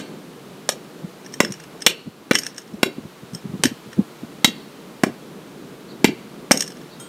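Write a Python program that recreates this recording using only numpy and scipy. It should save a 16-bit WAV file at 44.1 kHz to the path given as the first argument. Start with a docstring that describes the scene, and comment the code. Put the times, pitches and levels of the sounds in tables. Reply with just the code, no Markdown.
"""Mallet and chisel on a stone block

A mallet drives a hand-held steel chisel into a stone block on a lawn, in single blows at uneven intervals.
A gliding sine makes the block's thud, damped modes make the steel's clank, and dying noise makes the crunch.
The edge skips and rattles between blows, with soft bumps near the microphone and a brick wall answering.
Underneath lie a faint bird of gliding sines and an outdoor hush of shaped noise that dips and recovers;
the loudest peaks overload softly."""
import sys
import numpy as np
from scipy import signal
from scipy.fft import rfft, irfft, next_fast_len
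from scipy.io import wavfile
from scipy.ndimage import map_coordinates

SR = 44100
rng = np.random.default_rng(int(sys.argv[2]) if len(sys.argv) > 2 else 0)


def master(y):
    """Save y as 16-bit WAV."""
    cut = np.clip(np.atleast_2d(y).T, -1, 1)
    pcm = np.round(cut * 32767)  # scale
    wavfile.write(sys.argv[1], SR, pcm.astype(np.int16))


N = 312228  # length in samples
T = np.arange(SR // 2) / SR  # seconds since a contact

# Mallet blows. Each row: start in seconds, relative push on the block in dB, relative clank in dB,
# relative crunch in dB, knock pitch in Hz, centre of the clank in Hz.
BLOWS = [(-0.06, -9, -12, -8, 590, 3200), (0.6899, -35, -22, -18, 576, 3100),
         (1.403, -12, -13.5, -16.5, 590, 2220), (1.864, -20.5, -6.5, -10.5, 421, 2780),
         (2.3106, -12.5, -16, -25, 617, 1960), (2.83, -14.5, -16.5, -20.5, 640, 2470),
         (3.636, -29, -16.5, -15, 730, 3040), (4.445, -13, -8, -12.5, 620, 3350),
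         (5.035, -10, -18.5, -24.5, 414, 1910), (6.044, -5.5, -9, -18, 388, 2260),
         (6.51, -11, -13, -24, 572, 2080)]
# The chisel's edge landing on the stone. Each row: start in seconds, relative level in dB,
# relative weight of the low modes in dB.
CLINKS = [(1.2623, -24.5, -11), (1.3386, -18.5, -15), (1.4474, -13.5, -4.5), (1.5207, -19.5, -16),
          (1.8201, -16, -8), (2.3519, 0, -3.5), (2.3562, -10, -10), (2.3868, -7.5, -21), (2.4332, -19, -7),
          (2.465, -13.5, -9.5), (2.58, -18.5, -14.5), (3.348, -20, -23), (3.6547, -5.5, -11),
          (3.929, -27.5, 1), (6.5155, 3, -18.5), (6.573, -9.5, -20), (6.606, -6.5, -16),
          (6.6218, -10.5, -14), (6.677, -18, -17)]
# The jolted chisel rattling until it settles. Each row: start in seconds, length in seconds,
# relative level at the start in dB.
RATTLES = [(1.53, 0.11, -25), (2.402, 0.38, -29), (6.589, 0.26, -25.5)]
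# The chisel lifted off the stone. Each row: start in seconds, relative level in dB,
# share of its free ringing time that the glove leaves.
LIFTS = [(3.347, -33.5, 0.22), (6.998, -34, 0.95)]
# Dull bumps near the microphone. Each row: start in seconds, relative level in dB, pitch in Hz.
BUMPS = [(1.041, -22.5, 180), (1.5, -23, 153), (2.072, -24, 189), (2.736, -23, 228), (2.982, -19.5, 218),
         (3.331, -24.5, 170), (3.651, -6.5, 266), (3.989, -5.5, 213), (4.233, -24.5, 248)]
# Runs of softer bumps. Each row: start in seconds, length in seconds, bumps per second,
# typical relative level in dB.
SHUFFLES = [(3.0, 0.9, 8, -27), (3.436, 0.18, 28, -21.5)]
# Modes of the chisel against the stone. Each row: pitch in Hz, relative level struck on the head in dB,
# relative level when the edge skips in dB, 60 dB decay in seconds (shortened in a skip).
STEEL_MODES = [(1509, 1.5, -5, 0.023), (1747, -13, 9, 0.04), (1950, -7.5, 1, 0.048), (2163, 2.5, 4, 0.028),
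               (2350, -4.5, 0.5, 0.046), (2757, -13, -5, 0.14), (3036, -7.5, -2, 0.083),
               (3412, -4.5, -1.5, 0.048), (3836, -4, -28, 0.082), (4050, 0, -22, 0.028),
               (4510, -3, -12, 0.029), (5560, -9, -6, 0.024), (5500, -15, 9, 0.032),
               (6050, 3.5, -25, 0.021), (6780, -10, -10, 0.14), (6940, -3, -19, 0.058),
               (8280, -10, 3.5, 0.038), (10660, 4, -29, 0.027), (11950, 2.5, -14, 0.05),
               (12250, -23, -18.5, 0.19)]
# Modes of the lifted chisel. Each row: pitch in Hz, relative level in dB,
# 60 dB decay in seconds before the glove damps it.
FREE_MODES = [(1386, -13.5, 0.88), (3200, -12, 0.88), (3698, -14, 0.23), (5280, -10, 0.13), (6200, -9, .12),
              (6783, -9, 0.28), (8330, -3, 0.36), (10350, -10, 0.24), (12210, -17, .2), (14440, -20, .4),
              (15150, -21.5, .4)]
# Broad resonances of the edge grinding on stone. 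Each row: centre in Hz, width in Hz, relative level in dB.
EDGE_RESONANCES = [(1694, 450, 2), (3070, 2000, -10), (5440, 320, 7), (6060, 1300, -3), (8500, 400, -2),
                   (9440, 340, -24), (10540, 330, -9), (12850, 540, -18.5), (14900, 1100, -28)]
# Colour of the stone's knock. Each row: frequency in Hz, relative density in dB per Hz.
KNOCK_COLOUR = [(30, -41), (200, -8), (500, 9.5), (780, 4), (1020, 0), (1500, -0.5), (2200, -5),
                (3000, -30), (6000, -26)]
# Colour of the cracking stone. Each row: frequency in Hz, relative density in dB per Hz.
CRUNCH_COLOUR = [(500, -4.5), (2500, -20), (4000, -9), (6000, 4.5), (8500, 1.5), (11000, -9.5),
                 (16000, -34)]
# Colour of the grit under a skipping edge. Each row: frequency in Hz, relative density in dB per Hz.
GRIT_COLOUR = [(100, -25), (1000, -28), (4000, -18), (16000, -45)]
# Colour of the rubbing around a bump. 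Each row: frequency in Hz, relative density in dB per Hz.
RUB_COLOUR = [(40, 2), (150, 7.5), (400, -1.5), (700, -16.5), (1200, -30), (4000, -70)]
# Decay of the wall's echo. Each row: frequency in Hz, 60 dB decay in seconds.
WALL_DECAY = [(200, 0.19), (1000, 0.21), (3000, 0.11), (6000, 0.11), (13000, 0.093)]
# Colour of the wall's echo. Each row: frequency in Hz, relative level in dB.
WALL_COLOUR = [(60, 5), (200, 0.5), (400, 3.5), (1000, -11.5), (3000, 0), (7000, -4), (14000, -16)]
# Colour of the far tail. Each row: frequency in Hz, relative level in dB.
FAR_COLOUR = [(100, -32), (1000, -7), (2000, -6), (2850, 1.5), (3500, -10), (4400, 4), (5500, -14),
              (14000, -16)]
# A far bird. Each row: start in seconds, relative level in dB, pitch at the top of the arch in Hz.
CHIRPS = [(5.871, -51, 4600), (6.89, -51, 4540)]
# Colour of the outdoor hush. Each row: frequency in Hz, relative density in dB per Hz.
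HUSH_COLOUR = [(15, -81), (25, -35), (59, -17), (96, -21.5), (133, -2.5), (183, 1), (469, -3.5), (509, -9),
               (762, -16.5), (919, -18.5), (1200, -19.5), (1850, -26), (4040, -28.5), (5010, -32.5),
               (15500, -40.5)]
# Slow course of the hush. Each row: time in seconds, relative rumble level in dB, relative hiss level in dB.
AIR_LEVELS = [(0.0, -40, -48), (1.79, -43, -48), (2.07, -48.5, -52), (2.38, -43, -50.5),
              (3.65, -47.5, -47.5), (4.02, -44, -47), (5.62, -40.5, -48.5), (7.08, -40.5, -47.5)]

THUD_HZ = 243.7  # reference for the thud's glide
KNOCK_DB, KNOCK_GROWS = -9, 0.34  # relative level at 0 dB push; dB gained per dB of push
AFTERRING_DB, AFTERRING_GROWS = -23, 1.7  # level at 0 dB clank; dB gained per dB of clank
AFTERRING_T60, AFTERRING_WIDTH = 0.4, 0.16  # seconds; share of the clank's centre
SKIP_SHIFT = 0.017  # typical share by which pitch differs between touches
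GRAZE_S, GRAZE_DB = 0.0076, -14.5  # average spacing in seconds; level against the landing
RATTLE_PER_S, SETTLE_DB_PER_S = 24, 43  # ticks per second; fading of the ticks
RATTLE_LOW_DB = -9  # relative weight of a tick's low modes
SHUFFLE_HZ = 167  # usual pitch of the softer bumps
TOP_HZ = 15700  # upper band limit


def amp(db):
    """Turn decibels into gain."""
    return 10 ** (np.asarray(db) / 20)


def unit(x):
    """Scale to rms 1."""
    return x / np.sqrt(np.mean(x ** 2) + 1e-20)


def along(points, hz):
    """Read a curve of (Hz, value) points on a log frequency axis."""
    f, v = np.transpose(points)
    return np.interp(np.log(hz + 1), np.log(f + 1), v)


def colour(points):
    """Make a gain response from (Hz, dB) points."""
    return lambda hz: amp(along(points, hz))


def humps(resonances):
    """Make a gain response from resonant humps whose powers add."""
    def response(hz):
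        gains = (amp(db) / (1 + (2 * (hz - centre) / width) ** 2) for centre, width, db in resonances)
        return np.sqrt(sum(gain ** 2 for gain in gains))
    return response


def fade(t60):
    """Die away exponentially, losing 60 dB in t60 seconds."""
    return np.exp(-np.log(1000) * T / t60)


def rise(seconds):
    """Soften the start of a contact."""
    return 1 - np.exp(-T / seconds)


def filtered(x, response):
    """Shape the spectrum by a gain response."""
    size = next_fast_len(len(x) + SR // 4)
    spectrum = rfft(x, size) * response(np.fft.rfftfreq(size, 1 / SR))
    return irfft(spectrum, size)[:len(x)]


def bass_cut(x, corner_hz):
    """Cut the bass with a third-order high-pass."""
    return signal.sosfilt(signal.butter(3, corner_hz, "highpass", fs=SR, output="sos"), x)


def noise(response, size):
    """Make coloured noise of rms 1."""
    return unit(filtered(rng.standard_normal(size), response))


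def wobble(rate, size):
    """Draw a smooth random curve with rate knots a second."""
    knots = rng.standard_normal(int(size * rate / SR) + 4)
    return map_coordinates(knots, [np.arange(size) * rate / SR])


def uneven(length, count):
    """Pick irregular moments, one somewhere in each equal share of the length."""
    return (np.arange(count) + rng.random(count)) * length / count


def burst(response, t60):
    """Make dying coloured noise that starts near rms 1."""
    return unit(noise(response, len(T)) * fade(t60)) * np.sqrt(np.mean(fade(t60) ** 2))


def ring(hz, db, t60, scatter_db, detune):
    """Sum damped modes; grip and contact point can shift their strength and pitch at each contact."""
    gain = amp(db + scatter_db * rng.standard_normal(len(hz)))
    pitch = hz * (1 + detune * rng.standard_normal(len(hz)))
    phase = 2 * np.pi * (pitch[:, None] * T + rng.random((len(hz), 1)))
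    modes = np.sin(phase) * fade(t60[:, None])
    return gain / np.linalg.norm(gain) @ modes


def add(track, s, sound):
    """Mix a sound into the track at s seconds, trimmed at both ends."""
    start = round(s * SR)
    heard = sound[max(-start, 0):]
    part = track[max(start, 0):][:len(heard)]
    part += heard[:len(part)]


def block_thud(push_db, t60=0.015):
    """The soil lets the block swing only two or three times, slowing as the load lifts."""
    pitch = THUD_HZ * (0.86 + 0.48 * fade(0.021))
    swing = np.sin(2 * np.pi * np.cumsum(pitch) / SR)
    return amp(push_db + 22.5) * swing * rise(0.0035) * fade(t60)


def stone_knock(push_db, knock_hz, t60=0.015):
    """The stone's knock grows with the push; its pitch depends on where the mallet lands."""
    knock_db = KNOCK_DB + KNOCK_GROWS * push_db
    tone = np.sin(2 * np.pi * knock_hz * T) * fade(t60)
    return amp(knock_db + 11.5) * tone + amp(knock_db + 8.5) * burst(colour(KNOCK_COLOUR), t60=0.028)


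def steel_clank(clank_db, centre_hz, chatter, spread=0.34):
    """The struck steel bends in its lower modes; a harder contact favours the higher of them."""
    hz, head_db, _, t60 = np.transpose(STEEL_MODES)
    low = hz < 5000
    favour = lambda f: 1 / (1 + (np.log((f + 1) / centre_hz) / spread) ** 2)
    favoured_db = head_db[low] + 9 * (favour(hz[low]) - 1)
    bending = ring(hz[low], favoured_db, t60[low], scatter_db=3, detune=0.0008)
    clank = amp(clank_db + 6.0) * bending * chatter + amp(clank_db + 6.5) * burst(favour, t60=0.025)
    # a blurred ring lingers at the clank's centre
    afterring = burst(humps([(centre_hz, AFTERRING_WIDTH * centre_hz, 0)]), AFTERRING_T60)
    return clank + amp(AFTERRING_DB + AFTERRING_GROWS * clank_db) * afterring


def edge_crunch(crunch_db, chatter):
    """The biting edge cracks the stone, grinds on it and rings the steel's high modes."""
    hz, head_db, _, t60 = np.transpose(STEEL_MODES)
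    high = hz >= 5000
    ringing = ring(hz[high], head_db[high], t60[high], scatter_db=3, detune=.002)
    grind = burst(humps(EDGE_RESONANCES), t60=0.032)
    crack = burst(colour(CRUNCH_COLOUR), t60=0.013)
    return amp(crunch_db - 2) * ringing * chatter + amp(crunch_db + 5.0) * grind + amp(crunch_db + 11.0) * crack


def blows():
    """Each blow rocks the block, knocks the stone, clanks the steel and crushes grit under the edge."""
    track = np.zeros(N)
    for s, push_db, clank_db, crunch_db, knock_hz, centre_hz in BLOWS:
        # the edge chatters against the stone while the steel rings, which roughens its tones
        chatter = amp(3.5 * wobble(276, len(T)))
        knock = stone_knock(push_db, knock_hz)
        clank = steel_clank(clank_db, centre_hz, chatter)
        crunch = edge_crunch(crunch_db, chatter)
        blow = block_thud(push_db) + rise(0.00061) * (knock + clank + crunch)
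        add(track, s, yard(blow, near_db=-11.0, wall_db=-15))
    return track


def skip(db, low_db):
    """One touch of the edge: a scrape on the stone that also rings the steel, weighted by low_db."""
    hz, _, edge_db, t60 = np.transpose(STEEL_MODES)
    weight_db = lambda f: (low_db + 6.5) / (1 + (f / 4200) ** 8)
    # pressure on the stone shifts the modes from one skip to the next
    shift = np.exp(SKIP_SHIFT * rng.standard_normal())
    steel = ring(shift * hz, edge_db + weight_db(hz), .7 * t60, scatter_db=3, detune=.012)
    grinding = humps(EDGE_RESONANCES)
    grit = colour(GRIT_COLOUR)
    scrape = burst(lambda f: grinding(f / shift) * amp(weight_db(f)) + grit(f), t60=0.018)
    return (amp(db - 5.0) * steel + amp(db) * scrape) * rise(0.0016)


def clinks():
    """The edge grazes the stone twice, then lands; straight after a blow it lands at once."""
    track = np.zeros(N)
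    for s, db, low_db in CLINKS:
        after_blow = any(0 < s - blow[0] < 3 * GRAZE_S for blow in BLOWS)
        if not after_blow:
            graze = skip(db + GRAZE_DB, low_db)
            for early in GRAZE_S / 2 + uneven(2 * GRAZE_S, count=2):
                add(track, s - early, graze)
        add(track, s, yard(skip(db, low_db), near_db=-12.0, wall_db=-17))
    return track


def rattles():
    """The loose chisel ticks on the stone ever more faintly as it comes to rest."""
    track = np.zeros(N)
    for s, length, db in RATTLES:
        ticks = np.zeros(len(T))
        for t in uneven(length, count=round(length * RATTLE_PER_S)):
            add(ticks, t, skip(db - SETTLE_DB_PER_S * t, RATTLE_LOW_DB))
        add(track, s, yard(ticks, near_db=-15.0, wall_db=-16))
    return track


def lift():
    """Off the stone, only the glove damps the chisel's free modes."""
    track = np.zeros(N)
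    hz, mode_db, t60 = np.transpose(FREE_MODES)
    for s, db, share in LIFTS:
        modes = ring(hz, mode_db, share * t60, scatter_db=0, detune=0)
        add(track, s, amp(db) * rise(0.00066) * modes)
    return track


def bumps(swell=0.0021, scatter_db=2, detune=0.15):
    """Soft low thumps, single or in runs, swell and die within a few cycles amid a little rubbing."""
    track = np.zeros(N)
    thumps = list(BUMPS)
    for s, length, rate, db in SHUFFLES:
        for t in uneven(length, count=round(length * rate)):
            thump_db = db + scatter_db * rng.standard_normal()
            thump_hz = SHUFFLE_HZ * np.exp(detune * rng.standard_normal())
            thumps.append((s + t, thump_db, thump_hz))
    for s, db, hz in thumps:
        push = np.sin(2 * np.pi * hz * T) * (T / swell) ** 2 * np.exp(-T / swell)
        rub = noise(colour(RUB_COLOUR), len(T)) * np.exp(-((T - .024) / 0.02) ** 2)
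        add(track, s, amp(db + 6) * push)
        add(track, s - .02, amp(0.77 * db - 16) * rub)  # the rubbing grows less than the push
    return track


def yard(sound, near_db, wall_db, far_db=-31, delay=.026, near_t60=0.12, near_hz=900, far_t60=0.6):
    """Scatter from the ground and the worker, the brick wall's diffuse echo, then a faint far tail."""
    near = burst(lambda hz: hz / (hz + near_hz), near_t60) * rise(0.0025)
    # the echo decays at its own pace in each frequency band
    hz, t, bands = signal.stft(rng.standard_normal(len(T)), SR, nperseg=256)
    decay = amp(-60 * t / along(WALL_DECAY, hz)[:, None])
    tail = signal.istft(bands * decay, SR, nperseg=256)[1][:len(T)]
    wall = filtered(unit(tail * rise(0.00084)), colour(WALL_COLOUR))
    far = burst(colour(FAR_COLOUR), far_t60) * rise(0.025)
    answer = amp(near_db) * unit(near) + amp(far_db) * unit(far)
    add(answer, delay, amp(wall_db) * wall)
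    return sound + signal.fftconvolve(sound, answer / np.sqrt(len(T)))[:len(T)]


def bird():
    """Thin whistles arch in pitch with a slight wobble, blurred by distance."""
    track = np.zeros(N)
    for s, db, top_hz in CHIRPS:
        arch = 1 - 0.082 * np.minimum(((T - .022) / 0.011) ** 2, 2)
        pitch = top_hz * (arch + .025 * wobble(530, len(T)))
        call = np.sin(2 * np.pi * np.cumsum(pitch) / SR) * np.exp(-((T - .03) / .022) ** 2)
        add(track, s, yard(amp(db) * call, near_db=5, wall_db=0))
    return track


def hush():
    """Shaped noise splits into a wavering distant rumble and a smoother hiss; both dip and recover."""
    s, rumble_db, hiss_db = np.transpose(AIR_LEVELS)
    level = lambda db: np.interp(np.arange(N) / SR, s, db)
    air = noise(colour(HUSH_COLOUR), N)
    low = filtered(air, lambda hz: 1 / (1 + (hz / 750) ** 4))
    rumble = amp(level(rumble_db) - 0.3 + 1.6 * wobble(10, N)) * unit(low)
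    hiss = amp(level(hiss_db) + 0.6) * unit(air - low)
    return rumble + hiss


def scene():
    """Mix everything at one microphone, with the deep bass of the contacts cut."""
    contacts = blows() + clinks() + rattles() + lift() + bumps()
    outdoors = bird() + hush()
    return (bass_cut(contacts, corner_hz=114) + outdoors)[None]


def record(dry, top=1.05):
    """Overload rounds off the loudest peaks, then a steep low-pass sets the band limit."""
    clipped = dry[0] / (1 + np.abs(dry[0] / top) ** 8) ** (1 / 8)
    return filtered(clipped, lambda hz: 1 / (1 + (hz / TOP_HZ) ** 80))[None]


dry = scene()
out = record(dry)
master(out)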